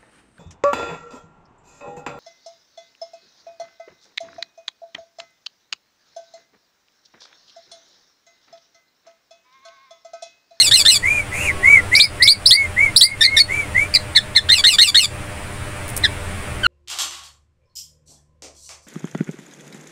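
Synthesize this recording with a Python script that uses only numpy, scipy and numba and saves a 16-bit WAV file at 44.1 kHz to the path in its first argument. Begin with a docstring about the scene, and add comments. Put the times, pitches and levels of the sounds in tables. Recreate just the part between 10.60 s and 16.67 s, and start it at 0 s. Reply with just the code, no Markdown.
"""Raspy chatter, rising screeches and short chips from a myna held close to the microphone in a yard.
Its syrinx sweeps through arched notes, coloured by the throat and open beak. A softer bird repeats
breathy whistles, and a beak snaps twice. House walls add a short tail; behind lie a low outdoor rumble
and a far machine hum. A 10 ms electronic echo doubles everything, and a limiter ducks the background
under each loud call."""
import sys
import numpy as np
from scipy import signal
from scipy.fft import rfft, irfft, next_fast_len
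from scipy.io import wavfile
from scipy.ndimage import uniform_filter1d, minimum_filter1d, map_coordinates
from numba import njit

SR = 44100
rng = np.random.default_rng(int(sys.argv[2]) if len(sys.argv) > 2 else 0)


def file_out(sig):
    """Save sig as 16-bit WAV at sys.argv[1]."""
    # one column per channel
    cols = np.atleast_2d(sig).T
    # limit, then scale
    lim = np.clip(cols, -1, 1)
    pcm = np.round(lim * 32767).astype(np.int16)
    wavfile.write(sys.argv[1], SR, pcm)


N = 267598
T = np.arange(N) / SR

# resonances of the myna's throat and open beak: (frequency [Hz], gain [dB])
THROAT_RESPONSE = [(1100, -20), (1900, -19.5), (2450, -23.5), (2900, -20.5), (3600, -7), (4200, -4.5),
                   (4700, -6.5), (5400, -16), (6200, -27.5), (7300, -22.5), (8400, -16), (10700, -23.5),
                   (12300, -29.5), (15000, -32.5)]


def myna(air_db=-25, air_colour=0.86):
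    """The myna at the microphone: voiced notes, plus turbulent air that grows with the rasp."""
    # notes of each kind of call, before a call stretches, transposes and levels them:
    # (delay [s], length [s], start pitch [Hz], middle pitch [Hz], end pitch [Hz], scoop [share of pitch],
    #  level [dB], change over the note [dB], first rasp [0-1], last rasp [0-1], brightness [dB/octave])
    chatter_notes = [(.002, 0.019, 1590, 1862, 1820, 0.3, 2.5, 5, 0.2, 0.034, -2.5),
                     (.029, 0.02, 2050, 2133, 1930, 0.019, 8.5, 10, 0.13, 0.25, 0.5),
                     (.044, .048, 3120, 2725, 2462, 0.35, 5.5, -5, 0.22, 0.2, 0.5),
                     (.086, 0.027, 2456, 2375, 2248, 0, 1.5, -4.5, 0.54, 0.89, 0.5)]
    screech_notes = [(0, .045, 3570, 5470, 3800, .04, 2.6, -13.5, 0.079, 0.12, 0.74),
                     (.046, .056, 3077, 4520, 4718, 0.24, 6.95, -8.5, 0.35, 0.12, 0.58)]
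    twit_notes = [(0, 0.0256, 2005, 1774, 2040, 0.0093, 5.6, 11, .04, 0.031, -0.17),
                  (.020, .035, 2654, 2256, 2118, 0.18, 3.5, 17.5, .08, 0.3, -2.4)]
    peep_notes = [(.003, .010, 2184, 2480, 2770, 0.0012, 0, 1, 0.017, .02, 0),
                  (.011, .022, 2730, 2210, 1960, 0.029, 0, -6, .02, .02, 0)]
    chip_notes = [(0, 0.0116, 1800, 2000, 2130, 0, -12, -1, .7, 0.18, 0),
                  (.008, 0.025, 2456, 1907, 1807, 0.124, 2.5, -9.5, .02, 0.034, 0.0045)]
    chuck_notes = [(0, 0.0496, 1550, 1440, 1280, 0, -3, 8.1, .03, .05, 0)]
    # calls of each kind: (onset [s], length [factor], pitch [factor], level [dB],
    #  throat resonance [factor], brightness [dB/octave])
    chatter_calls = [(-.034, 1.078, 0.99, 3, 0.91, 4), (0.108, .98, 0.987, 3, 0.92, 4),
                     (0.248, 1.08, 0.98, 2.5, 0.92, 3.5), (3.885, 1.06, 0.99, -5.5, 0.92, -2),
                     (4.035, 1.043, 1.001, -2, 0.91, 0), (4.181, 1.03, 1.003, 0.5, 0.91, 0.5),
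                     (4.342, 0.97, 1.007, 1.5, 0.9, 0.5)]
    screech_calls = [(1.35, 1.004, 1.04, -0.5, 0.97, -3), (1.622, 1.047, 0.99, -2, 1, -1),
                     (1.856, 1.04, 0.991, -2, 1, -1), (2.361, 0.98, 1.015, 3, 0.97, 4)]
    twit_calls = [(2.607, 0.97, .99, 0, 1.037, -2), (2.765, 0.88, 1.01, 0, 1.04, -0.25)]
    peep_calls = [(3.336, 0.91, 0.996, 1.1, 0.982, -3.5)]
    chip_calls = [(3.549, 1.09, 0.98, -1, 0.94, -4.5), (3.75, 1.14, 0.97, -1, 0.94, -4.5),
                  (5.429, .95, 0.92, -9.5, 1, -7.5)]
    chuck_calls = [(6.030, 1.001, 1.001, -6, 0.86, -11)]
    repertoire = [(chatter_notes, chatter_calls), (screech_notes, screech_calls),
                  (twit_notes, twit_calls), (peep_notes, peep_calls),
                  (chip_notes, chip_calls), (chuck_notes, chuck_calls)]
    voice, air = np.zeros(N), np.zeros(N)
    for notes, calls in repertoire:
        for call in calls:
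            for note in notes:
                i, tone, flow = syrinx(note, call)
                voice[i] += tone
                air[i] += flow
    turbulence = noise([(hz, air_colour * db) for hz, db in THROAT_RESPONSE])
    return voice + undb(air_db) * air * turbulence


def syrinx(note, call, warble=0.01, jitter=0.0846, grit=0.078, shimmer_db=2.0, rolloff_db=-2):
    """One myna note, its harmonics gliding through the throat resonances: (indices, tone, airflow)."""
    onset, stretch, pitch, call_db, throat_scale, call_tilt = call
    delay, length, *arch_hz, scoop, note_db, change_db, first_rasp, last_rasp, note_tilt = note
    scoop_s, attack_share, release_share = 0.0025, 0.18, 0.19
    tilt = call_tilt + note_tilt
    start = onset + delay * stretch
    i = span(start, start + length * stretch)
    if not len(i):
        return i, 0, 0
    t = (T[i] - start) / stretch
    along = np.clip(t / length, 0, 1)
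    hz = np.polyval(np.polyfit([0, .5, 1], arch_hz, 2), along)
    hz *= 1 - scoop * np.exp(-t / scoop_s)  # slides into the note from below
    rasp = first_rasp + (last_rasp - first_rasp) * along ** 2.73
    # a little rasp makes the pitch flutter; more of it locks the syrinx into a doubled period
    flutter = np.interp(rasp, [.05, .3, .7], [0, .3, .08])
    doubling = np.clip((rasp - .3) / .4, 0, 1)
    hz *= pitch * (1 + warble * wander(t, 239) + jitter * flutter * wander(t, 600))
    phase = 2 * np.pi * np.cumsum(hz) / SR
    voice = 0
    for k in np.arange(1, 17) / 2:  # harmonics, and the half-harmonics of the doubled period
        throat_hz = k * hz / throat_scale
        octaves = np.log2(np.clip(throat_hz, 1800, 9000) / 4000)
        gain = undb(colour_db(throat_hz, THROAT_RESPONSE) + rolloff_db * (k - 2) + tilt * octaves)
        share = doubling * undb(-7 - 3 * abs(k - 1.5)) if k % 1 else 1
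        grain = 1 + grit * np.sqrt(k) * wander(t, 1483)  # turbulence roughens each harmonic on its own
        in_band = k * hz < SR / 2.2
        voice += share * gain * grain * in_band * np.sin(k * phase)
    # the breath behind the note swells, holds and dies away
    edges = np.clip(np.minimum(along / attack_share, (1 - along) / release_share), 0, 1)
    swell = edges * undb(call_db + note_db + change_db * (along - .5) + shimmer_db * wander(t, 506.6))
    airflow = swell * np.hypot(rasp, .1) * undb(tilt)
    return i, voice * swell, airflow


def whistler(start_hz=1843, fall_bend=0.79, attack_s=0.026, release_s=0.039, overtone_db=-56):
    """The softer bird: nearly pure tones that rise to a crest and sink again, each in a puff of hiss."""
    # whistles: (start [s], crest [s], end [s], crest pitch [Hz], level [dB],
    #  change over the whistle [dB], breath level [dB])
    whistle_arches = [(0.423, 0.539, 0.631, 2439, -17, -7, -35.5),
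                      (0.712, 0.818, 0.91, 2550, -27, -10.5, -32.5), (.745, .835, .885, 2820, -28, 14, -54),
                      (0.804, 0.854, .908, 2463, -26.5, 52.5, -43),
                      (1.025, 1.11, 1.2, 2297, -7.5, 3.5, -33), (1.314, 1.399, 1.468, 2387, -9, -3, -27.5),
                      (1.598, 1.698, 1.755, 2278, -13.5, -10, -36),
                      (1.912, 1.997, 2.065, 2210, -12, -9, -37),
                      (2.162, 2.234, 2.295, 2260, -12, -3.5, -38.5),
                      (2.408, 2.49, 2.545, 2170, -12, 3, -41), (2.629, 2.731, 2.81, 2182, -12.5, -4, -43),
                      (2.88, 2.969, 3.045, 2357, -20, -1, -39), (3.145, 3.263, 3.27, 2360, -16, -19.5, -37)]
    # air rushing through the beak: (frequency [Hz], relative level [dB])
    breath_spectrum = [(1500, -2.5), (2400, 10), (3500, -15), (5600, -9.5), (6800, 1.5), (8200, -1),
                       (10000, -1), (11200, -11.5), (14500, -15), (16000, -35)]
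    out, hiss = np.zeros(N), noise(breath_spectrum)
    for start, crest, end, crest_hz, db, change_db, breath_db in whistle_arches:
        i = span(start, end)
        t = T[i]
        off_centre = (t - start) / (end - start) - .5
        bend = (crest_hz - start_hz) * np.where(t < crest, 1, fall_bend)
        hz = crest_hz - bend * ((t - crest) / (crest - start)) ** 2
        waver = 0.076 * undb(breath_db - db) * wander(t, 507)  # the breathier, the less steady
        sway = 0.0079 * wander(t, 65.3)
        phase = 2 * np.pi * np.cumsum(hz * (1 + waver + sway)) / SR
        tone = np.sin(phase) + undb(overtone_db) * np.sin(2 * phase)
        puff = undb(breath_db) * (1 - 2 * off_centre ** 2) * hiss[i]
        fade_in = np.clip((t - start) / attack_s, 0, 1) ** 0.83
        fade_out = np.clip((end - t) / release_s, 0, 1) ** 0.82
        out[i] += fade_in * fade_out * (undb(db + change_db * off_centre) * tone + puff)
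    return out


def beak_snaps(rise_s=0.0007, contact_s=0.0017):
    """A beak closes with a bright tick that dies in a few milliseconds."""
    # contacts, the first two heard as one snap: (time [s], level [dB], decay [s])
    beak_contacts = [(5.2797, -28, 0.0014), (5.29, -30, 0.004), (5.3648, -15, 0.0026)]
    # colour of the tick: (frequency [Hz], relative level [dB])
    beak_spectrum = [(2000, -37), (4500, -14.5), (7500, -13), (9500, 3), (12000, -17), (15000, -5),
                     (16500, -20)]
    force = np.zeros(N)
    for start, db, decay_s in beak_contacts:
        rise = np.clip((T - start) / rise_s, 0, 1)
        fall = np.exp(-np.maximum(T - start - contact_s, 0) / decay_s)
        force += undb(db) * rise * fall
    return force * noise(beak_spectrum)


def house_walls(x, t60_s=0.13, gap_s=0.0028, wet_db=-18, sheen_db=5, sheen_hz=8500):
    """Walls and eaves scatter a short tail back to the microphone; hard plaster keeps it bright."""
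    t = T[:SR // 2]
    tail = rng.standard_normal(len(t)) * undb(-60 * t / t60_s) * (t > gap_s)
    tail /= np.linalg.norm(tail)
    tail += undb(sheen_db) * signal.lfilter(*signal.iirpeak(sheen_hz, Q=2.5, fs=SR), tail)
    return x + undb(wet_db) * signal.fftconvolve(x, tail)[:N]


def yard_background(rumble_db=-32.5, throb_db=2.5):
    """Outdoor rumble and hiss, an unsteady machine hum far off and a few faint, distant tones."""
    # open air in the yard: (frequency [Hz], relative level [dB])
    yard_spectrum = [(20, -3.5), (30, 0.5), (40, -10), (52, -26), (66, 3.5), (85, -5.5), (125, -3),
                     (190, -12), (600, -16), (1000, -17.5), (2300, -18), (4000, -30), (6500, -35),
                     (9300, -25), (11500, -42), (15500, -42.5)]
    # partials of the far machine: (frequency [Hz], level [dB], drift [Hz])
    hum_partials = [(29, -48.5, 3.22), (86.1, -40, 1.29), (121.4, -43.5, 1.84), (598, -48, 6.12)]
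    # distant tones: (start [s], end [s], frequency [Hz], level [dB])
    far_tones = [(0.803, 1.286, 1100, -43), (.82, 1.088, 388.6, -43.5), (1.041, 1.293, 1380, -41.5)]
    # slow swell over all three: (time [s], gain [dB])
    swell_curve = [(0, 5.5), (.5, -1.5), (.95, 1.5), (1.35, 1), (1.8, -3), (2.3, 0), (3.1, 0), (3.8, -3),
                   (5.4, 1)]
    out = noise(yard_spectrum) * undb(rumble_db)
    for hz, db, drift_hz in hum_partials:
        throb = undb(db + throb_db * wander(T, 11))
        phase = 2 * np.pi * np.cumsum(hz + drift_hz * wander(T, 12)) / SR
        out += throb * np.sin(phase)
    for start, end, hz, db in far_tones:
        i = span(start, end)
        phase = 2 * np.pi * np.cumsum(hz * (1 + 0.014 * wander(T[i], 62))) / SR
        out[i] += undb(db) * signal.windows.tukey(len(i)) * np.sin(phase)
    return out * undb(np.interp(T, *np.transpose(swell_curve)))


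def undb(db):
    """Decibels to gain."""
    return 10 ** (np.asarray(db) / 20)


def colour_db(hz, points):
    """Level of a spectrum at hz, interpolated on a log-frequency axis."""
    point_hz, db = np.transpose(points)
    return np.interp(np.log(np.maximum(hz, 1)), np.log(point_hz), db)


def noise(points):
    """Noise of unit rms with the given spectrum."""
    size = next_fast_len(N)
    gain = undb(colour_db(np.fft.rfftfreq(size, 1 / SR), points))
    x = irfft(rfft(rng.standard_normal(size)) * gain, size)[:N]
    return x / x.std()


def wander(t, rate):
    """Smooth random motion of about unit spread that changes rate times a second."""
    return map_coordinates(rng.standard_normal(4096), [(t - t[0]) * rate], order=3, mode="mirror")


def span(start, end):
    """Sample indices between two times."""
    return np.arange(max(int(start * SR), 0), min(int(end * SR), N))


@njit
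def follow_peaks(x, fall):
    """Envelope that jumps up at once and sinks slowly."""
    out, held = np.empty(len(x)), 0.
    for i in range(len(x)):
        held = max(x[i], held * fall)
        out[i] = held
    return out


def scene():
    """What reaches the one microphone: the birds between the house walls, over the background."""
    birds = myna() + whistler() + beak_snaps()
    return (house_walls(birds) + yard_background())[None]


def record(dry, echo_s=0.01, echo_gain=0.97, ceiling=1.0, release_s=0.1, top_hz=15700):
    """After the microphone: a single electronic echo, a look-ahead limiter and a steep top cut."""
    mic, lag = dry[0], round(echo_s * SR)
    doubled = mic + echo_gain * np.pad(mic, (lag, 0))[:N]
    peak = follow_peaks(np.abs(doubled), np.exp(-1 / (release_s * SR)))
    gain = ceiling / np.maximum(peak, ceiling)
    gain = uniform_filter1d(minimum_filter1d(gain, size=90), size=90)  # eases down 2 ms ahead of a peak
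    top_cut = signal.ellip(10, .2, 85, top_hz, fs=SR, output="sos")
    return signal.sosfilt(top_cut, doubled * gain)[None]


dry = scene()
out = record(dry)
file_out(out)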